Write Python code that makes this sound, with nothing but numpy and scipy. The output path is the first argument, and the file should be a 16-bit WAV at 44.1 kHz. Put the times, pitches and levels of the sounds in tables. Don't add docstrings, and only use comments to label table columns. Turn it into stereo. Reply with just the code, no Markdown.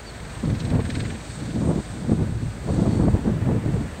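import sys
import numpy as np
from scipy.fft import rfft, irfft
from scipy.io import wavfile

SR = 44100
rng = np.random.default_rng(int(sys.argv[2]) if len(sys.argv) > 2 else 0)


def unload_audio(sound):
    columns = np.transpose(np.atleast_2d(sound))
    steps = np.round(np.clip(columns, -1, 1) * 32767)
    wavfile.write(sys.argv[1], SR, steps.astype(np.int16))


N = 176400
TIME = np.arange(N) / SR
FREQS = np.maximum(np.fft.rfftfreq(N, 1 / SR), 1)

# frequency_hz, likeness_ratio
FAR_LIKENESS = [(40, 0.99), (200, .62), (700, 0.93), (1600, 0.92), (4000, 0.8), (8000, .985)]
# frequency_hz, lead_rad
FAR_LEAD = [(200, 0.098), (1000, 0.42), (2200, .35), (3000, .2), (4900, 0.25), (5800, 0.38), (8000, 0.3)]
# frequency_hz, relative_density_db
HISS_SPECTRUM = [(100, 5), (10000, 7), (16000, -6)]

# time_s, strength_db
GUST_STRENGTH = [(0,-88),(.2,-41),(.415,-39.5),(.445,-20),(.55,-27),(.59,-33),(.69,-24),(.75,-17),(.795,-18.5),(.83,-31.5),(.9,-26.5),(1.02,-26.5),(1.11,-29),(1.2,-38),(1.37,-36),(1.41,-26.5),(1.47,-29.5),(1.56,-23),(1.63,-19),(1.72,-17),(1.8,-19),(1.84,-44),(1.95,-29),(2.075,-24),(2.12,-13.5),(2.17,-27),(2.21,-16),(2.24,-24.5),(2.39,-36),(2.435,-26),(2.48,-35.5),(2.62,-39),(2.69,-18.5),(2.85,-16),(2.965,-19.5),(3.005,-16),(3.05,-16),(3.085,-18),(3.122,-22.5),(3.152,-15),(3.22,-29),(3.28,-15),(3.39,-28.5),(3.49,-16),(3.625,-26),(3.665,-24),(3.76,-21),(3.825,-24.5),(3.86,-31),(3.95,-45),(4,-35)]
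# centre_s, lift_db
GUST_THUMPS = [(.441, -0.5), (0.756, 3), (0.793, 3.5), (1.619, 6.5), (1.706, 4.5), (2.706, 3.5), (3.004, 5),
               (3.082, 10), (3.149, 1), (3.271, 5), (3.502, 2), (3.662, 10)]
# time_s, lift_db
GUST_DEPTH = [(0, 10), (.45, 1.5), (.8, 4.5), (1.1, 3), (1.3, -12), (1.6, -0.5), (1.9, -4), (2.1, -2.5),
              (2.45, 13), (2.8, -2), (3.1, 5), (3.4, 3), (3.8, 1), (4, 7.5)]
# frequency_hz, relative_density_db
WIND_SPECTRUM = [(20, -23), (40, -15.5), (65, -7.5), (115, -0.5), (190, -3.5), (330, -8.5), (550, -16),
                 (1000, -27), (2000, -49.5), (3500, -66)]
# frequency_hz, slope_db_per_db
GUST_RESPONSE = [(30, 1), (100, 0.66), (250, 1.0), (600, 1.42), (2000, 1.35)]
# frequency_hz, likeness_ratio
PORT_LIKENESS = [(30, 0.46), (80, 0.96), (130, 0.52), (200, 0.59), (290, 0.3), (450, 0.68), (1200, 0.42),
                 (2000, 0.73)]
# frequency_hz, lead_rad
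PORT_LEAD = [(30, 0), (190, 0), (270, -0.43), (360, -2.13), (520, -2), (750, -3), (2000, -2.5)]

# harmonic_number, level_db
TAIL_HARMONICS = [(1, -45), (2, -54.5), (3, -57.5), (4, -59)]
# frequency_hz, relative_density_db
ROAR_SPECTRUM = [(25, -11), (55, 11.5), (120, 2), (220, -1), (350, 0), (650, -2), (1150, -7), (1750, -7),
                 (2400, -12.5), (3200, -19), (5000, -32.5), (9000, -37)]
# time_s, gain_db
ROAR_GAIN = [(0, -1), (.5, 1), (1, 0.6), (1.4, -1), (1.9, -0.5), (2.3, -2), (2.9, 0.5), (3.3, 0.5),
             (3.7, 1.5), (4, 1.5)]
# frequency_hz, relative_density_db
RUSH_SPECTRUM = [(1500, -6), (3100, 1), (3800, 4.5), (4150, 3), (4420, 1.5), (4800, 1.5), (5300, -3),
                 (6000, 0.5), (6600, -1), (7600, 1.5), (8000, 4.5), (8280, 2.5), (8600, 0), (9100, -7),
                 (10200, -18.5), (12000, -38)]
# time_s, gain_db
AIR_CARRY = [(0, -0.5), (.2, -0.5), (.34, 0.5), (.55, 0.5), (.68, 0.5), (.78, -1), (.98, 2), (1.2, 2.5),
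             (1.35, 4), (1.55, 1), (1.67, 0), (1.75, 1.5), (1.85, 2), (2.2, -1.5), (2.6, -1.5), (2.77, 3),
             (2.86, 2), (2.95, 1.5), (3.03, -2), (3.17, -1), (3.28, -2), (3.48, -3.5), (3.78, -1),
             (4, -1.5)]
# time_s, level_db
WHISTLE_LEVEL = [(0, -57), (.4, -60), (.75, -62), (1.1, -60), (1.45, -57), (1.7, -66), (1.85, -61),
                 (2.4, -67), (2.62, -63), (2.7, -57), (2.85, -62), (2.92, -51), (2.97, -53), (3.01, -58),
                 (3.45, -68), (4, -63)]
# pitch_hz, relative_level_db, half_width_hz
WHINE_TONES = [(6862, -74, 25), (7030, -67.5, 16), (8120, -64.5, 45), (8307, -62, 15), (8320, -62, 110)]
# time_s, gain_db
WHINE_GAIN = [(0, -3), (.25, -5), (.34, 5), (.5, -5), (.68, 0), (.76, -2), (.98, 5), (1.2, -3), (1.35, 6),
              (1.52, -5), (1.67, 6.5), (1.75, -3), (1.85, 4), (2.2, -3), (2.6, -4), (2.73, 3), (2.86, -5),
              (2.96, 5), (3.02, -1), (3.15, -1), (3.28, -6), (3.5, -8), (3.78, -2.5), (4, -3)]
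# time_s, gain_db
SWISH_GAIN = [(0, -50.5), (.22, -43.5), (.31, -43), (.41, -45), (.51, -41.5), (.555, -39.5), (.605, -35.5),
              (.655, -39.5), (.705, -39.5), (.76, -45), (.855, -38), (.905, -33), (1.0, -32.5),
              (1.055, -37.5), (1.16, -44.5), (1.45, -44), (2.2, -53.5), (4, -54)]
# frequency_hz, relative_density_db
SWISH_SPECTRUM = [(600, -32), (1150, -6), (1550, 7), (2400, 4), (3100, -1.5), (4000, 3.5), (5000, -7.5),
                  (6200, -9), (7500, -15.5), (11000, -37)]
# time_s, upper_over_lower_db
SWISH_BRIGHTNESS = [(0, -10), (.4, 1), (.52, -2), (.61, 12), (.71, 0), (.82, -7), (.91, 3.5), (.96, 0),
                    (1.01, -1), (1.1, -10.5), (1.4, 3.5), (4, -10)]


def from_db(db):
    return 10 ** (np.asarray(db) / 20)


def unit_rms(x):
    return x / np.sqrt(np.mean(x ** 2) + 1e-20)


def in_time(rows):
    return np.interp(TIME, *np.transpose(rows))


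def at_hz(rows, hz):
    row_hz, value = np.transpose(rows)
    return np.interp(np.log(hz), np.log(row_hz), value)


def drift(rate_hz):
    return unit_rms(irfft(rfft(rng.standard_normal(N)) / (1 + (FREQS / rate_hz) ** 2), N))


def stereo_noise(gain, likeness, lead):
    mid, side = rfft(rng.standard_normal((2, N)))
    alike = np.clip(at_hz(likeness, FREQS), 0, .995)
    sign = np.array([[1], [-1]])
    pair = np.sqrt(1 + alike) * mid + np.sqrt(1 - alike) * side * sign
    phase_turn = np.exp(.5j * sign * at_hz(lead, FREQS))
    return unit_rms(irfft(gain * phase_turn * pair, N))


def far_noise(spectrum):
    return stereo_noise(from_db(at_hz(spectrum, FREQS)), FAR_LIKENESS, FAR_LEAD)


def far_tone(hz, half_width_hz):
    return stereo_noise(1 / (1 + ((FREQS - hz) / half_width_hz) ** 2), FAR_LIKENESS, FAR_LEAD)


def hiss(level_db=-64):
    return from_db(level_db) * far_noise(HISS_SPECTRUM)


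def bird(start_s=.054, length_s=.062, pitch_hz=4650, fall_hz=640, peak_db=-42):
    progress = np.clip((TIME - start_s) / length_s, 0, 1)
    hz = pitch_hz - fall_hz * progress ** 2 + 25 * drift(200)
    return from_db(peak_db) * np.sin(np.pi * progress) * np.sin(2 * np.pi * np.cumsum(hz) / SR)


def wind(gain_db=-42, strong_gust_db=-19.5, thump_s=.0045, depth_below_hz=112):
    buffets_db = 2.09 * np.clip(drift(87), -2, 2)
    thumps_db = sum(db * np.exp(-.5 * ((TIME - s) / thump_s) ** 2) for s, db in GUST_THUMPS)
    gust_db = in_time(GUST_STRENGTH) - strong_gust_db + buffets_db + thumps_db
    depth_db = in_time(GUST_DEPTH)
    rumble = 0
    for hz in 20 * 2 ** np.arange(0, 8, .5):
        band = np.exp(-np.log2(FREQS / hz) ** 2 / .125)
        width_hz = hz * np.log(2) / 2
        eddy_db = 2.18 * drift(33)
        density_db = gain_db + at_hz(WIND_SPECTRUM, hz) + at_hz(GUST_RESPONSE, hz) * gust_db + eddy_db
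        density_db += depth_db / (1 + (hz / depth_below_hz) ** 4)
        rumble += np.sqrt(width_hz) * from_db(density_db) * stereo_noise(band, PORT_LIKENESS, PORT_LEAD)
    return rumble


def tail_rotor(blades_per_s=56.24, waver_db=1.5):
    passes = np.cumsum(blades_per_s + .31 * drift(2.3)) / SR
    hum = 0
    for harmonic, level_db in TAIL_HARMONICS:
        amplitude = np.sqrt(2) * from_db(level_db + waver_db * drift(1.1))
        hum += amplitude * np.sin(2 * np.pi * (harmonic * passes + rng.random()))
    return hum


def main_rotor(blades_per_s=19.95, pass_at_s=.9548, core_s=.0027, sweep_s=.009, lag_s=.002):
    from_pass_s = (((TIME - pass_at_s) * blades_per_s + .5) % 1 - .5) / blades_per_s
    core = np.exp(-.5 * (from_pass_s / core_s) ** 2)
    sweep = from_db(-4) * np.exp(-.5 * ((from_pass_s - lag_s) / sweep_s) ** 2)
    air = far_noise(SWISH_SPECTRUM)
    lower = irfft(rfft(air) / (1 + (FREQS / 3500) ** 8), N)
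    upper = air - lower
    tilt = from_db(in_time(SWISH_BRIGHTNESS) / 2)
    return from_db(in_time(SWISH_GAIN)) * np.hypot(core, sweep) * (lower / tilt + upper * tilt)


def turbines(roar_db=-39.5, rush_db=-50, whine_lift_db=3, gearbox_db=-62):
    roar = from_db(roar_db + in_time(ROAR_GAIN) + .5 * drift(4.6)) * far_noise(ROAR_SPECTRUM)
    rush = from_db(rush_db + in_time(AIR_CARRY) + .5 * drift(14)) * far_noise(RUSH_SPECTRUM)
    tones = sum(from_db(db) * far_tone(hz, half_width) for hz, db, half_width in WHINE_TONES)
    whine = from_db(whine_lift_db + in_time(WHINE_GAIN)) * tones
    whistle = from_db(in_time(WHISTLE_LEVEL)) * far_tone(hz=4444, half_width_hz=75)
    gearbox = from_db(gearbox_db) * far_tone(hz=1491.5, half_width_hz=3)
    return roar + rush + whine + whistle + gearbox


def scene():
    return turbines() + main_rotor() + tail_rotor() + bird() + wind() + hiss()


def record(dry):
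    cutoff_hz = 15780
    return irfft(rfft(dry) * (FREQS < cutoff_hz), N)


dry = scene()
out = record(dry)
unload_audio(out)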